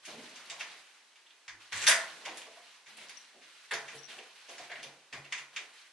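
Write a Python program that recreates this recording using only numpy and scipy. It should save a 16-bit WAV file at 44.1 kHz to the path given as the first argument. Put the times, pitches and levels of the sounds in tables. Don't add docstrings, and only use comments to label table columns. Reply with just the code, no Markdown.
import sys
import numpy as np
from scipy import signal
from scipy.io import wavfile

SR = 44100
rng = np.random.default_rng(int(sys.argv[2]) if len(sys.argv) > 2 else 0)


def amplitude_ratio(level_db):
    exponent = np.asarray(level_db, float) / 20
    return 10 ** exponent


def master_out(mix):
    frames = np.transpose(np.atleast_2d(mix))
    ceiling = np.clip(frames, -1, 1)
    pcm = np.round(ceiling * 32767).astype(np.int16)
    wavfile.write(sys.argv[1], SR, pcm)


N = 261072

BAND_EDGES_HZ = 50 * 2 ** np.arange(0, 8.1, .5)
# frequency_hz, t60_s
HALL_T60 = [(150, 0.47), (400, 0.42), (1040, 0.54), (2760, 0.23), (7280, 0.3), (11000, 0.23)]
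# frequency_hz, likeness (-1 to 1)
LIKENESS = [(60, 0.34), (170, 0.99), (490, 0.9), (1400, 0.78), (4000, 0.4), (11400, -0.28)]
# frequency_hz, relative density_db (per Hz)
HUSH_SPECTRUM = [(24, -71), (40, -51), (357, -8), (861, -4.5), (1020, 1), (1350, -2), (2280, 0),
                 (6060, -5.5), (11000, -14), (11800, -25), (15300, -55)]
# frequency_hz, relative density_db (per Hz)
CLOTH_SPECTRUM = [(88, -40), (150, -11.5), (246, -6.5), (580, -2), (623, -0.5), (966, -3.5), (3410, -1),
                  (5480, -3.5), (6700, -6), (11800, -11), (15300, -57)]
# start_s, hold_s, level_db, dull_part_relative_db
STROKES = [(0.014, 0.022, -55, -19), (0.062, 0.032, -47.5, 5), (0.16, 0.55, -50, -5),
           (0.793, 0.13, -59.5, -26), (1.583, 0.062, -55, -12), (1.708, 0.11, -38.5, -10),
           (1.789, 0.14, -38.5, -6.5), (2.025, 0.34, -49.5, -1.5), (2.39, 0.32, -54.5, -11),
           (2.865, 0.021, -51.5, -6), (2.959, 0.059, -50, -2.5), (3.12, .13, -56, -11),
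           (3.322, .05, -65.5, 10.5), (3.408, 0.59, -55.5, -25), (3.762, 0.16, -51.5, -0.5),
           (4.068, 0.041, -48, -3.5), (4.21, 0.07, -55, -10), (4.336, 0.16, -54, -14),
           (4.476, 0.13, -48.5, -3), (4.69, 0.18, -54.5, 4.5), (5.114, 0.052, -54.5, 8.5),
           (5.296, 0.081, -52, -4.5), (5.517, 0.093, -52.5, -6.5), (5.717, 0.069, -53.5, -39)]
LOW_MODES = {"low": (103, 0.3, 0.18), "middle": (141, 0.43, 0.039), "high": (220, 0.3, 0.057)}
# start_s, peak_db, mode_name, rumble_relative_db
THUDS = [(0.005, -85, "middle", -25), (0.1, -65.5, "high", -15), (0.498, -72, "middle", -10),
         (1.479, -70.5, "low", 2), (1.718, -61, "low", 4), (1.873, -61, "high", 2),
         (2.86, -78.5, "middle", -17), (2.91, -69, "high", -27), (3.724, -63, "middle", -20),
         (3.83, -71, "middle", -22), (3.941, -60, "middle", -15), (4.598, -73.5, "middle", -20),
         (4.739, -73, "middle", -20), (4.852, -64, "middle", -21), (5.124, -60, "middle", -4),
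         (5.175, -58, "middle", -22), (5.391, -70, "middle", -16)]
# start_s, level_db, pitch_hz, length_s, ringing_share (ratio)
GROANS = [(0.082, -57, 634, 0.11, 2.7), (0.128, -50, 272, 0.085, 0.37), (0.508, -49, 740, 0.035, 0.099),
          (0.601, -41, 1010, 0.015, 0.16), (1.51, -67, 340, 0.069, 1.6), (1.738, -64, 617, 0.084, .3),
          (1.875, -30, 666, 0.036, 1.5), (2.26, -39, 780, 0.03, 0.1), (2.275, -50, 370, 0.045, 0.1),
          (2.464, -48.5, 660, 0.024, 0.8), (2.56, -53, 723, 0.028, 0.5), (3.34, -64.5, 414, 0.051, 0.46),
          (3.717, -38, 539, 0.034, 0.19), (3.938, -47, 502, 0.024, 0.6), (4.174, -50, 520, 0.039, 0.35),
          (4.482, -50, 573, 0.043, 0.14), (4.595, -42.5, 742, 0.012, 0.69), (4.692, -46, 701, 0.031, 1.4),
          (4.835, -49, 545, 0.02, 0.56), (5.127, -47.5, 1166, 0.035, 0.2), (5.582, -55.5, 460, 0.036, 0.12)]
# frequency_hz, relative level_db, t60_s
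ZIP_TAG = [(5560, -6, 0.035), (5690, 0, 0.045), (5810, 3, 0.04), (6010, -5, 0.03)]
# start_s, relative level_db, top_mode_relative_db
TINKLES = [(3.171, -46, -6), (3.178, -53, 11), (3.197, -58, 2), (3.211, -55, 6), (3.981, -53, -18),
           (3.990, -45.5, -4), (4.001, -53, -10), (4.033, -45, -16), (4.043, -46, -16), (4.053, -49, -16),
           (4.064, -60, -16)]
# frequency_hz, relative level_db, t60_s
LOCK_PLATE = [(1467, -17, 0.075), (1760, -20.5, 0.13), (1819, 6.5, 0.26), (2036, 8.5, 0.043),
              (2246, 2, 0.066), (2430, 13, 0.24), (2740, 6, 0.09), (3190, -6, 0.27)]
# frequency_hz, relative level_db, t60_s
LOCK_CASE = [(3854, 0, .012), (5093, -3, .012), (6223, -4, .012), (6900, -6, .012)]
# start_s, length_s, level_db, bright_part_relative_db
DRAGS = [(1.748, 0.035, -45.5, -1), (1.804, 0.044, -41, -1)]
TOUCHES = {"soft": (0.004, 0.013, 0.2, 4.5), "firm": (0.0028, 0.012, 0.7, 5.2),
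           "crisp": (0.0015, 0.007, 1.2, 5)}
# start_s, relative level_db, clack_pitch_hz,
# snap_relative_db, hiss_relative_db, touch_name (firm where absent)
KNOCKS = [(0.052, -43, 2420, 2, -2, "soft"), (0.359, -47, 2750, 0, -31), (0.499, -39, 2430, 2.5, -46),
          (0.595, -40.5, 2870, -2, -10), (0.604, -33.5, 2380, -5.5, -17), (0.686, -50, 2470, -11, -22),
          (0.772, -53, 2130, -1, -8), (1.157, -55.5, 2700, -5, -15), (1.263, -55, 3360, -16, -30),
          (1.30, -54, 3400, -14, -30), (1.48, -39, 1920, -3, -17), (1.723, -32.5, 1840, -6, -33),
          (1.861, -36, 2400, -8, -20), (1.8675, -16.5, 1810, 3.5, -2.5, "soft"),
          (1.884, -17, 1980, -34, -1), (1.909, -19.5, 1790, -3, -39), (2.252, -35, 2400, -2.5, -12, "soft"),
          (2.282, -42, 2300, -8, -20), (2.372, -48, 1970, 6, 5), (2.417, -45, 2750, -6, -19, "crisp"),
          (2.861, -49.5, 2040, -3, -13, "soft"), (2.970, -53, 2240, -10, 1.5, "crisp"),
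          (3.008, -47, 2000, -10, -23, "soft"), (3.085, -60, 2200, 9, -5, "crisp"),
          (3.0945, -44, 2210, 0, -6, "crisp"), (3.414, -52.5, 2280, -8, -18),
          (3.7105, -25, 1760, -14, -16.5, "soft"), (3.734, -32, 2220, 1, -8, "soft"),
          (3.878, -39.5, 2180, -6.5, -34, "soft"), (3.95, -60, 2250, 4, 10.5, "soft"),
          (4.088, -50, 2620, -7, -26), (4.101, -44.5, 2940, -9, -26), (4.183, -43, 2560, -8, -32),
          (4.488, -47.5, 2900, 2, -12, "soft"), (4.5813, -45, 2060, 0, -19), (4.633, -50, 2360, -24, -24),
          (4.695, -41, 1970, -15, -32, "soft"), (4.7166, -37, 1900, -12.5, -28, "crisp"),
          (4.757, -41, 2150, -22, -30, "crisp"), (4.794, -45, 2160, -22, -29), (4.830, -40, 2940, -1, -7),
          (5.127, -35, 2110, -5, -18, "soft"), (5.245, -45, 2460, -7.5, -22, "soft"),
          (5.319, -41, 2300, -6, -30, "soft"), (5.3245, -29, 2250, -5, -40, "crisp"),
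          (5.377, -39.5, 2400, -4, -15), (5.5624, -31, 2530, -5, -18.5)]


def rms_one(x):
    return x / np.sqrt(np.mean(x ** 2) + 1e-20)


def at_hz(points, hz):
    table = np.array(points)
    return np.interp(np.log(hz), np.log(table[:, 0]), table[:, 1])


def band(x, low_hz, high_hz):
    return signal.sosfilt(signal.butter(2, [low_hz, high_hz], "band", fs=SR, output="sos"), x)


def ring(x, hz, t60):
    radius, angle = amplitude_ratio(-60 / (t60 * SR)), 2 * np.pi * hz / SR
    return signal.lfilter([0, np.sin(angle)], [1, -2 * radius * np.cos(angle), radius ** 2], x + 1e-18)


def drift(rate_hz):
    step = 40
    pole = np.exp(-2 * np.pi * rate_hz * step / SR)
    white = rng.standard_normal(N // step + 502)
    slow = signal.lfilter([1], [1, -2 * pole, pole ** 2], white)[500:]
    return np.interp(np.arange(N) / step, np.arange(len(slow)), rms_one(slow))


def stereo_bands(size):
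    white = rng.standard_normal((2, 2, size))
    for k, (low, high) in enumerate(zip(BAND_EDGES_HZ, BAND_EDGES_HZ[1:])):
        mid, side = band(white[k % 2], low, high)
        hz = np.sqrt(low * high)
        alike = np.clip(at_hz(LIKENESS, hz), -.99, .99)
        yield hz, np.sqrt(1 + alike) * mid + np.sqrt(1 - alike) * side * [[1], [-1]]


def struck(contacts, modes, spread_db, detune=0.012):
    total = 0
    for hz, db, t60 in modes:
        strength = amplitude_ratio(db + spread_db * rng.standard_normal())
        pitch = hz * (1 + detune * rng.standard_normal())
        total = total + strength * ring(contacts, pitch, t60)
    return total


def hall(x, size=30000):
    t = np.arange(size) / SR
    tail = sum(noise * amplitude_ratio(-60 * t / at_hz(HALL_T60, hz)) for hz, noise in stereo_bands(size))
    tail = tail * (1 - np.exp(-(t / 0.0012) ** 2))
    tail = np.sqrt(2) * tail / np.linalg.norm(tail)
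    return signal.fftconvolve(x[None], tail, axes=1)[:, :N]


def rustle_and_hush(size=64):
    attack_s, release_db_per_s, bright_db, hush_db = 0.03, 89, -5.5, -63
    start, hold, db, dull_db = np.transpose(STROKES)[:, :, None]
    coarse = np.arange(0, N + size, size)
    since = coarse / SR - start
    swell = np.sin(np.pi / 2 * np.clip(since / attack_s, 0, 1)) ** 2
    strokes = swell * amplitude_ratio(db - release_db_per_s * np.maximum(since - attack_s - hold, 0))
    rub = plain = hush = 0
    together = drift(22)
    for hz, noise in stereo_bands(N):
        tilt_db = dull_db * np.clip(np.log2(1200 / hz), 0, 1) + bright_db * np.clip(np.log2(hz / 3000), 0, 1)
        gain = np.interp(np.arange(N), coarse, np.linalg.norm(strokes * amplitude_ratio(tilt_db), axis=0))
        flicker_db = .8 * together + 1.2 * drift(20)
        cloth = noise * amplitude_ratio(at_hz(CLOTH_SPECTRUM, hz) + flicker_db)
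        rub, plain = rub + gain * cloth, plain + cloth
        hush = hush + noise[:, ::-1] * amplitude_ratio(at_hz(HUSH_SPECTRUM, hz))
    return rub / np.std(plain) + amplitude_ratio(hush_db) * rms_one(hush)


def thuds(size=30000):
    out, t = np.zeros(N + size), np.arange(size) / SR
    push = band(t * np.exp(-t / .002), 70, 400)
    for s, db, mode, rumble_db in THUDS:
        hz, t60, build = LOW_MODES[mode]
        boom = ring(ring(ring(push, hz, t60), hz, build), hz, build)
        boom = boom / np.abs(boom).max()
        rumble = rms_one(band(rng.standard_normal(size), 26.8, 130))
        rumble = rumble * (1 - np.exp(-t / 0.01)) * amplitude_ratio(-60 * t / 0.41)
        at = round(s * SR)
        out[at:at + size] += amplitude_ratio(db) * (boom + amplitude_ratio(rumble_db) * rumble)
    return out[:N]


def groans(size=22000):
    out, t = np.zeros(N + size), np.arange(size) / SR
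    for s, db, hz, length, share in GROANS:
        stroke = t / length * np.exp(1 - t / length * 2)
        rub = band(rng.standard_normal(size), hz / 1.46, hz * 1.58) * stroke
        ringing = ring(rub, hz, 50 / hz)
        tone = rms_one(rub) + share * rms_one(ringing)
        at = round(s * SR)
        out[at:at + size] += amplitude_ratio(db) * rms_one(tone) * np.sqrt(np.mean(stroke ** 2))
    return out[:N]


def tinkles():
    out = np.zeros(N)
    top_hz, top_level_db, top_t60_s = 8800, -14, .09
    for s, db, top_db in TINKLES:
        touch = amplitude_ratio(db - 4.5) * (np.arange(8000) == 0)
        body = band(struck(touch, ZIP_TAG, spread_db=2.0, detune=.005), 5500, 6100)
        top = amplitude_ratio(top_level_db + top_db) * ring(touch, top_hz, top_t60_s)
        at = round(s * SR)
        out[at:at + len(touch)] += body + top
    return out


def drags(size=12000):
    out, t = np.zeros(N + size), np.arange(size) / SR
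    ticks_per_s, body_hz, bright_hz = 1100, (1440, 3240), (5440, 8000)
    for s, length, db, bright_db in DRAGS:
        ticks = (rng.random(size) < ticks_per_s / SR) * rng.standard_normal(size)
        ticks = ticks * amplitude_ratio(2.8 * rng.exponential(1, size).clip(0, 3))
        ticks = ticks * np.sqrt(np.clip(t / length, 0, 1)) * (t < length)
        body = band(band(ticks, *body_hz), *body_hz)
        plate = struck(body, LOCK_PLATE, spread_db=7.0)
        bright = band(ticks, *bright_hz)
        tone = rms_one(body) + .4 * rms_one(plate) + amplitude_ratio(bright_db) * rms_one(bright)
        at = round(s * SR)
        out[at:at + size] += amplitude_ratio(db) * np.sqrt(length * SR / size) * rms_one(tone)
    return out[:N]


def knocks(size=9000):
    out, t = np.zeros((2, N + size)), np.arange(size) / SR
    lead_s, first_blow_s = 0.002, 0.0028
    ring_share, width = 0.68, 1.29
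    plate_share, case_share = 0.26, 0.5
    for s, db, clack_hz, snap_db, hiss_db, *touch in KNOCKS:
        rise, rattle, first, grain_db = TOUCHES[touch[0] if touch else "firm"]
        grains = rng.standard_normal(size) * amplitude_ratio(grain_db * rng.exponential(1, size).clip(0, 4))
        shape = (1 - np.exp(-t / rise)) * np.exp(-t / rattle)
        flurry = grains * shape * np.linalg.norm(shape) / np.linalg.norm(grains * shape)
        blow_shape = (t > lead_s) * np.exp(-np.maximum(t - lead_s, 0) / first_blow_s)
        flurry = flurry + first * rng.standard_normal(size) * blow_shape
        single_blow = np.arange(size) == round((rise + .003) * SR)
        contact = np.stack([flurry, single_blow])

        def level(x):
            return x * np.linalg.norm(flurry) / np.linalg.norm(x, axis=1, keepdims=True)

        wide = band(band(contact, 0.33 * clack_hz, 4550), 0.54 * clack_hz, 4130)
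        pitched = band(wide, clack_hz / width, clack_hz * width)
        clack = level(level(wide) + ring_share * level(pitched))
        clack = level(clack + plate_share * level(struck(clack, LOCK_PLATE, spread_db=8.0)))
        bright = band(band(contact, 3400, 7600), 2800, 9000)
        snap = level(level(bright) + case_share * level(struck(bright, LOCK_CASE, spread_db=5.0)))
        hiss = level(band(contact, 7000, 10800))
        at = round((s - lead_s) * SR)
        out[:, at:at + size] += amplitude_ratio(db - 2.5) * (clack + amplitude_ratio(snap_db) * snap + amplitude_ratio(hiss_db) * hiss)
    return out[:, :N]


def microphones(x):
    treble_side = 1.1 * np.roll(band(x, 5400, 9200), 9)
    middle_side = 0.074 * np.roll(band(x, 550, 3800), 31)
    side = treble_side + middle_side
    return np.stack([x + side, x - side])


def scene():
    hall_db, tag_hall_db, groan_hall_db, right_louder_db = 1.5, -12, -6, 0.75
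    (direct, into_hall), tag, leaf, drag = knocks(), tinkles(), groans(), drags()
    wet = hall(into_hall + drag + amplitude_ratio(tag_hall_db) * tag + amplitude_ratio(groan_hall_db) * leaf)
    near = microphones(direct + drag + tag + leaf)
    both = near + amplitude_ratio(hall_db) * wet + thuds() + rustle_and_hush()
    return both * amplitude_ratio(right_louder_db * np.array([[-.5], [.5]]))


def band_limit(x):
    return signal.sosfilt(signal.butter(12, 11850, fs=SR, output="sos"), x)


def record(dry):
    dip_hz, dip_width_hz, dip_depth = 1287, 123, 0.35
    peak = signal.iirpeak(dip_hz, dip_hz / dip_width_hz, fs=SR)
    dipped = dry - dip_depth * signal.lfilter(*peak, dry)
    finished = signal.sosfilt(signal.cheby2(24, 70, 12030, fs=SR, output="sos"), dipped)
    return band_limit(finished)


dry = scene()
out = record(dry)
master_out(out)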